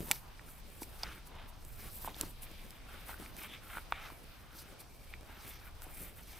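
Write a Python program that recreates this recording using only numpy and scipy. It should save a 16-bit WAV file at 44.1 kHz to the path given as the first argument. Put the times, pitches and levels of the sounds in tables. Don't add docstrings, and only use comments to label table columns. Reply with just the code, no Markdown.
import sys
import numpy as np
from scipy import signal
from scipy.fft import rfft, irfft, next_fast_len
from scipy.io import wavfile
from scipy.ndimage import uniform_filter1d

SR = 44100
rng = np.random.default_rng(int(sys.argv[2]) if len(sys.argv) > 2 else 0)


def to_wav(sig):
    pcm = np.clip(np.atleast_2d(sig), -1, 1) * 32767
    pcm = np.round(pcm).astype(np.int16)
    wavfile.write(sys.argv[1], SR, pcm.T)


def elevation(decibels):
    levels = np.asarray(decibels, float)
    return 10 ** (levels / 20)


N = 281799
SIZE = next_fast_len(N + 4096)
HZ = np.maximum(np.arange(SIZE // 2 + 1) * SR / SIZE, 1)
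TICK_SIZE = 2200
STEP = 32

# pitch_hz, level_db, width_hz
BOOT_TONES = [(965, -1.5, 184), (1434, -0.5, 260), (2330, 0, 240), (3423, -5, 260)]
# pitch_hz, level_db, time_to_fade_60_db_s
PORT_TONES = [(4100, -19.5, 0.001), (5440, 3, 0.00076), (7980, 6.5, 0.0022), (9970, 7.5, 0.0017),
              (13120, -6, 0.012)]
# pitch_hz, level_db_per_hz
AIR_COLOUR = [(59, -21), (100, -3), (163, -6), (415, -12), (768, -9.5), (2040, -18.5), (2370, -16),
              (5080, -21), (6990, -30.5), (7940, -26.5), (9820, -25.5), (11900, -37), (13500, -22),
              (15000, -31), (16000, -47)]
# pitch_hz, level_db_per_hz
SLEEVE_COLOUR = [(4500, -30), (7100, -15), (7900, -9), (8700, -9), (10100, -6), (11600, -10), (12600, -6),
                 (13450, 0), (14300, -4), (15200, -6), (16000, -18)]
# pitch_hz, level_db_per_hz
FINGER_COLOUR = [(3000, -10), (4000, 0), (5300, 0), (6500, -2.5), (7100, -15), (8000, -19)]
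# pitch_hz, level_db_per_hz
CORD_COLOUR = [(450, -7), (750, -4.5), (1400, -2), (2400, -2.5), (3700, -4), (4800, -25)]
# pitch_hz, level_db_per_hz
BOOT_COLOUR = [(90, -7), (150, 1.5), (300, -2), (600, -9), (1000, -26)]
# pitch_hz, level_db_per_hz
RUMBLE_COLOUR = [(12, -26), (20, 4.5), (45, -3.5), (58, 0), (72, -6), (150, -15.5), (200, -51), (330, -120)]
# pitch_hz, likeness_0_to_1
FAR_LIKENESS = [(60, 0.33), (150, 0.13), (380, 0.44), (950, 0.5), (2380, 0.36), (5980, 0.13), (15000, 0.12)]
# pitch_hz, likeness_0_to_1
NEAR_LIKENESS = [(60, 0.94), (150, 0.83), (380, 0.66), (950, 0.95), (2380, 0.97), (5980, 0.88),
                 (15000, 0.68)]
# pitch_hz, likeness_0_to_1
RUMBLE_LIKENESS = [(20, .75), (150, .66)]
# pitch_hz, lead_radians
LEFT_LEAD = [(20, 0), (4300, -.1), (9900, -.5), (12700, -.6), (14400, -1.4), (16000, -2.4)]
# time_s, level_db
RUMBLE_LEVEL = [(0, -56), (.3, -54), (.92, -57), (1.03, -51), (1.22, -56), (1.75, -51.5), (1.97, -54),
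                (2.25, -52), (2.7, -56), (3.3, -52.5), (3.52, -58), (3.7, -54), (4.95, -58), (5.13, -53),
                (5.27, -58), (5.75, -53), (6.39, -56.5)]
# peak_s, swell_10_db_s, fade_10_db_s, level_db
BRUSHES = [(.115, .13, .08, -50.5), (.489, .04, .1, -59.5), (.567, .1, .05, -61), (.71, .055, .3, -61),
           (.948, .1, .2, -61), (1.15, .3, .05, -63), (1.838, .165, .1, -55.5), (1.96, .06, .13, -52.5),
           (2.06, .15, .03, -51.5), (2.21, .05, .1, -53), (2.295, .06, .04, -56), (2.72, .8, .07, -66),
           (2.939, .07, .2, -63), (3.097, .04, .057, -52.5), (3.215, .03, .077, -55),
           (3.385, .022, .07, -53), (3.452, .1, .023, -55), (3.54, .1, .05, -65), (3.65, .04, .2, -64),
           (3.777, .1, .05, -55), (4.05, .1, .5, -66), (4.6, .06, .035, -55), (4.69, .04, .07, -65),
           (5.1, .22, .1, -66), (5.3, .1, .2, -68), (5.482, .1, .08, -56), (5.67, .14, .04, -64),
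           (6.022, .1, .075, -49.5), (6.192, .055, .07, -59.5), (6.32, .1, .3, -61)]
# peak_s, level_db
FLICKS = [
    (.822, -48.5),
    (1.271, -58.5),
    (1.489, -57),
    (.24, -64),
    (1.655, -60.5),
    (2.434, -48.5),
    (3.912, -62),
    (4.805, -57),
    (5.832, -54.5),
]
# peak_s, swell_10_db_s, fade_10_db_s, level_db, rubbed_tone_hz
PULLS = [(.11, .06, .06, -53, 950), (.42, .04, .6, -65, 2900), (.948, .06, .2, -61, 1200),
         (1.052, .05, .13, -49.5, 1600), (1.39, .11, .13, -55.5, 1020), (1.87, .17, .04, -57, 1810),
         (2.08, .05, .04, -51, 1000), (2.215, .065, .08, -53.5, 1100), (2.44, .09, .6, -62, 2900),
         (2.939, .08, .14, -55.5, 1420), (3.219, .07, .14, -56.5, 1370), (3.44, .045, .05, -47.5, 1900),
         (3.548, .13, .035, -51.5, 3360), (3.777, .13, .032, -50, 1500), (3.95, .025, .15, -49.5, 2050),
         (4.06, .12, .04, -49, 1700), (4.693, .5, .11, -61, 1500), (5.132, .14, .12, -63, 2230),
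         (5.3, .06, .3, -58.5, 1210), (5.482, .07, .09, -55, 2900), (5.677, .1, .035, -58, 1590),
         (5.86, .09, .15, -60, 1290), (6.07, .2, .05, -56, 2000), (6.32, .08, .3, -59.5, 2900)]
# peak_s, level_db, rubbed_tone_hz
JERKS = [
    (.015, -58, 900),
    (.16, -57, 2000),
    (.485, -61, 1380),
    (3.097, -48.5, 1410),
    (3.395, -52, 1890),
    (4.62, -60, 1300),
    (4.805, -62, 2330),
    (6.192, -58, 1550),
]
# peak_s, swell_or_fade_10_db_s, level_db
RUBS = [(.135, .048, -55), (.485, .03, -65), (.828, .012, -55), (1.07, .09, -60), (1.85, .2, -64),
        (2.215, .07, -56), (3.24, .06, -63), (3.41, .09, -61), (3.548, .07, -64), (4.05, .1, -62),
        (4.585, .055, -56.5), (4.805, .02, -63), (5.46, .18, -61), (6.32, .12, -62.5)]
# peak_s, level_db
PUSHES = [(.01, -47), (.09, -52), (.46, -61), (.83, -58), (1.04, -58), (1.431, -60.5), (1.85, -55),
          (2.1, -54), (2.23, -49), (2.52, -60), (2.69, -60), (2.95, -56.5), (3.21, -54), (4.72, -60.5),
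          (5.15, -61), (5.49, -57), (6.03, -57)]
# start_s, ring_peak_db, ring_hz,
# crack_peak_db
TIPS = [(.1133, -12, 2800, -5.5), (.1175, -22, 2170, -13), (.3946, -38, 1860, -67), (.832, -38, 2400, -29),
        (1.0329, -25, 4740, -32), (1.034, -23.5, 5070, -51), (1.0383, -34, 4940, -50),
        (2.096, -45, 2000, -56), (2.1447, -37.5, 3660, -59), (2.2124, -37, 4530, -18.5),
        (2.4323, -44, 2790, -36), (2.7066, -46, 5230, -32.5), (3.104, -42, 4100, -44),
        (3.261, -38, 2260, -45), (3.367, -46, 1820, -33), (3.923, -21.5, 2450, -40),
        (4.5884, -49, 4950, -43), (5.1384, -31.5, 2150, -62), (5.8207, -44.5, 1450, -32)]
# start_s, ring_peak_db, ring_hz, thud_peak_db, crack_peak_db
KNOCKS = [(.1064, -35, 840, -39, -40), (.1114, -33, 940, -53, -50), (.8195, -37.5, 900, -31.5, -35),
          (1.035, -35, 850, -58, -36), (1.2732, -52, 1180, -59, -39), (1.65, -59, 920, -49, -37),
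          (2.0461, -34, 1060, -39, -41), (2.076, -29.5, 880, -50, -51), (2.082, -34, 1090, -46, -46),
          (2.1646, -46, 805, -41, -38), (2.2117, -51, 1800, -35.5, -12.5), (2.2345, -39, 1220, -31.5, -39),
          (3.093, -42, 990, -51, -41), (3.131, -40, 1480, -60, -56), (3.142, -39, 1500, -60, -58),
          (3.2244, -45, 800, -39, -44), (3.771, -29.5, 1390, -42, -42), (3.7825, -32.5, 1390, -47, -48),
          (3.923, -17.5, 1250, -48, -50.5), (4.102, -41.5, 1080, -57, -43), (4.1204, -55, 930, -40.5, -61),
          (5.2954, -49, 875, -46, -59), (5.4783, -53, 1140, -50, -39), (5.866, -46.5, 910, -44, -53)]


def rms_one(x):
    return x / np.sqrt(np.mean(x ** 2) + 1e-20)


def peak_at(x, db):
    return elevation(db) * x / abs(x).max()


def in_time(rows):
    s, *columns = np.transpose(rows)
    return [np.interp(np.arange(N) / SR, s, column) for column in columns]


def at_hz(points):
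    hz, value = np.transpose(points)
    return np.interp(np.log(HZ), np.log(hz), value)


def drift(rate):
    r = np.exp(-80 * np.pi * rate / SR)
    chance = rng.standard_normal(N // 40 + 2002)
    slow = signal.lfilter([1], [1, -2 * r, r * r], chance)[2000:]
    slow = rms_one(slow - slow.mean())
    return np.interp(np.arange(N) / 40, np.arange(len(slow)), slow)


def ring(clicks, hz, t60):
    r = elevation(-60 / (t60 * SR))
    w = 2 * np.pi * hz / SR
    return signal.lfilter([0, np.sin(w)], [1, -2 * r * np.cos(w), r * r], clicks + 1e-18)


def fibres(per_s, spread_db, smooth):
    slips = (rng.random((2, N)) < per_s / SR) * rng.standard_normal((2, N))
    size = np.minimum(rng.exponential(1, (2, N)), 4)
    slips = slips * elevation(spread_db * size)
    return rms_one(slips) + smooth * rng.standard_normal((2, N))


def at_ports(sources, spectrum, likeness, patchy_db, rate, count):
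    shared, own = rfft(sources, SIZE) * elevation(at_hz(spectrum))
    alike = np.clip(at_hz(likeness), 0, 1)
    turn = np.exp(.5j * at_hz(LEFT_LEAD))
    pair = np.sqrt(1 + alike) * shared * [turn, 1 / turn]
    pair = pair + np.sqrt(1 - alike) * own * [[1], [-1]]
    ends = np.log([spectrum[0][0], spectrum[-1][0]])
    place = np.interp(np.log(HZ), ends, [0, count - 1])
    out = np.zeros((2, N))
    for k in range(count):
        band = np.clip(1 - abs(place - k), 0, 1)
        out += elevation(patchy_db * drift(rate)) * irfft(pair * band, SIZE)[:, :N]
    return rms_one(out)


def strokes(rows):
    s, swell, fade, db = np.transpose(rows)[:4, :, None]
    late = np.arange(0, N + STEP, STEP) / SR - s
    away = np.maximum(-late / abs(swell), late / abs(fade))
    return db - 10 * away ** 1.4


def loudest(rest_db, *layers_db):
    return np.maximum(rest_db, np.vstack(layers_db).max(axis=0))


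def hands():
    flicks = [(s, .015, .02, db) for s, db in FLICKS]
    rustle_db = loudest(-80, strokes(BRUSHES), strokes(flicks))

    rubs = [(s, w, w, db) for s, w, db in RUBS]
    rub_db = loudest(-72.5, strokes(rubs), rustle_db - 11.5)
    pushes = [(s, .07, .06, db) for s, db in PUSHES]
    shift_db = loudest(-65, strokes(pushes), rustle_db - 9.5)

    jerks = [(s, .028, .035, db, hz) for s, db, hz in JERKS]
    drags = np.array(list(PULLS) + jerks)
    drag_db = strokes(drags)
    region_hz = uniform_filter1d(drags[drag_db.argmax(axis=0), -1], size=28)
    controls = rustle_db, rub_db, loudest(-70, drag_db), region_hz, shift_db
    return [np.interp(np.arange(N) / STEP, np.arange(len(c)), c) for c in controls]


def air():
    hiss = at_ports(rng.standard_normal((2, N)), AIR_COLOUR, FAR_LIKENESS, 2.9, 2.3, count=9)
    rumble = at_ports(rng.standard_normal((2, N)), RUMBLE_COLOUR, RUMBLE_LIKENESS, 0.31, 2.3, count=3)
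    return elevation(-59) * hiss + elevation(in_time(RUMBLE_LEVEL)[0] + 1.5) * rumble


def boot(shift_db):
    creaks = at_ports(fibres(300, 3.9, smooth=1.2), BOOT_COLOUR, NEAR_LIKENESS, 1.7, 6.2, count=3)
    return elevation(shift_db + 2.3 * drift(18)) * creaks


def cord(slide_db, region_hz):
    rasp = at_ports(fibres(2000, 2.5, smooth=1.1), CORD_COLOUR, NEAR_LIKENESS, 1.2, 12, count=6)
    out, power = rasp.copy(), 1
    for hz, db, width_hz in BOOT_TONES:
        t60 = np.log(1000) / (np.pi * width_hz)
        octaves_off = abs(np.log2(region_hz / hz))
        gain = elevation(1.5 + db - 10.5 * octaves_off)
        tone = rms_one(ring(ring(rasp, hz, t60), hz, t60))
        out += gain * elevation(1.2 * drift(14)) * tone
        power = power + gain ** 2
    return elevation(slide_db + 0.47 + 0.64 * drift(32)) * out / np.sqrt(power)


def cloth(rustle_db, rub_db):
    flurry_db = 1.5 * drift(30)
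    sleeves = at_ports(fibres(4000, 2.4, smooth=.9), SLEEVE_COLOUR, NEAR_LIKENESS, 1.6, 14, count=8)
    fingers = at_ports(fibres(3000, 1.1, smooth=0.97), FINGER_COLOUR, NEAR_LIKENESS, 2.2, 17.0, count=3)
    return elevation(rustle_db + flurry_db + 2.36) * sleeves + elevation(rub_db + flurry_db + 0.07) * fingers


def strikes():
    rows = [(s, db, hz, .0058, db - 28, crack) for s, db, hz, crack in TIPS]
    rows += [(s, db, hz, .012, thud, crack) for s, db, hz, thud, crack in KNOCKS]
    return [(s, db, hz, t60 * elevation(-.15 * (db + 35)), thud, crack) for s, db, hz, t60, thud, crack in rows]


def ticks():
    hits = strikes()
    out = np.zeros((2, N + TICK_SIZE))
    chance = rng.standard_normal((len(hits), 9))
    blow = -1. * (np.arange(TICK_SIZE) == 0)
    no_bass = signal.butter(2, 150, "high", fs=SR, output="sos")
    treble = signal.butter(2, 2500, "high", fs=SR, output="sos")
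    thud = ring(ring(blow, 305, .02), 560, 0.0042)
    thud = signal.sosfilt(no_bass, thud)
    for (s, ring_db, hz, t60, thud_db, crack_db), luck in zip(hits, chance):
        body = ring(blow, hz, t60)
        for (tone_hz, _, width_hz), k in zip(BOOT_TONES, luck):
            octaves_off = abs(np.log2(tone_hz / hz))
            body += elevation(-12 + 2 * k - 6.6 * octaves_off) * ring(blow, tone_hz, 3.7 / width_hz)
        limits = [.55 * hz, min(1.9 * hz, 15000)]
        body = signal.sosfilt(signal.butter(2, limits, "band", fs=SR, output="sos"), body)

        crack = np.zeros(TICK_SIZE)
        for (tone_hz, db, decay), k in zip(PORT_TONES, luck[4:]):
            crack += elevation(db + 2 * k) * ring(blow, tone_hz, decay)
        crack = peak_at(signal.sosfilt(treble, crack), crack_db - .5)

        hit = peak_at(body, ring_db) + peak_at(thud, thud_db - 4.5) + crack
        late = 0.31 * (np.roll(crack, 1) - crack)
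        at = round(s * SR)
        out[:, at:at + TICK_SIZE] += (hit + late * [[1], [-1]]) * elevation([[-.6], [.6]])
    return out[:, :N]


def scatter(hits):
    age_s = np.arange(TICK_SIZE) / SR
    spray = rng.standard_normal((2, TICK_SIZE)) * elevation(-32 - 60 * age_s / .018) * (age_s > .0006)
    return signal.fftconvolve(hits, spray, axes=1)[:, :N]


def scene():
    rustle_db, rub_db, slide_db, region_hz, shift_db = hands()
    mix = air() + boot(shift_db) + cord(slide_db, region_hz) + cloth(rustle_db, rub_db)
    hits = ticks()
    return mix + hits + scatter(hits)


def roll_off(x):
    return signal.sosfilt(signal.butter(12, 15850, fs=SR, output="sos"), x)


def record(dry):
    return roll_off(dry)


dry = scene()
out = record(dry)
to_wav(out)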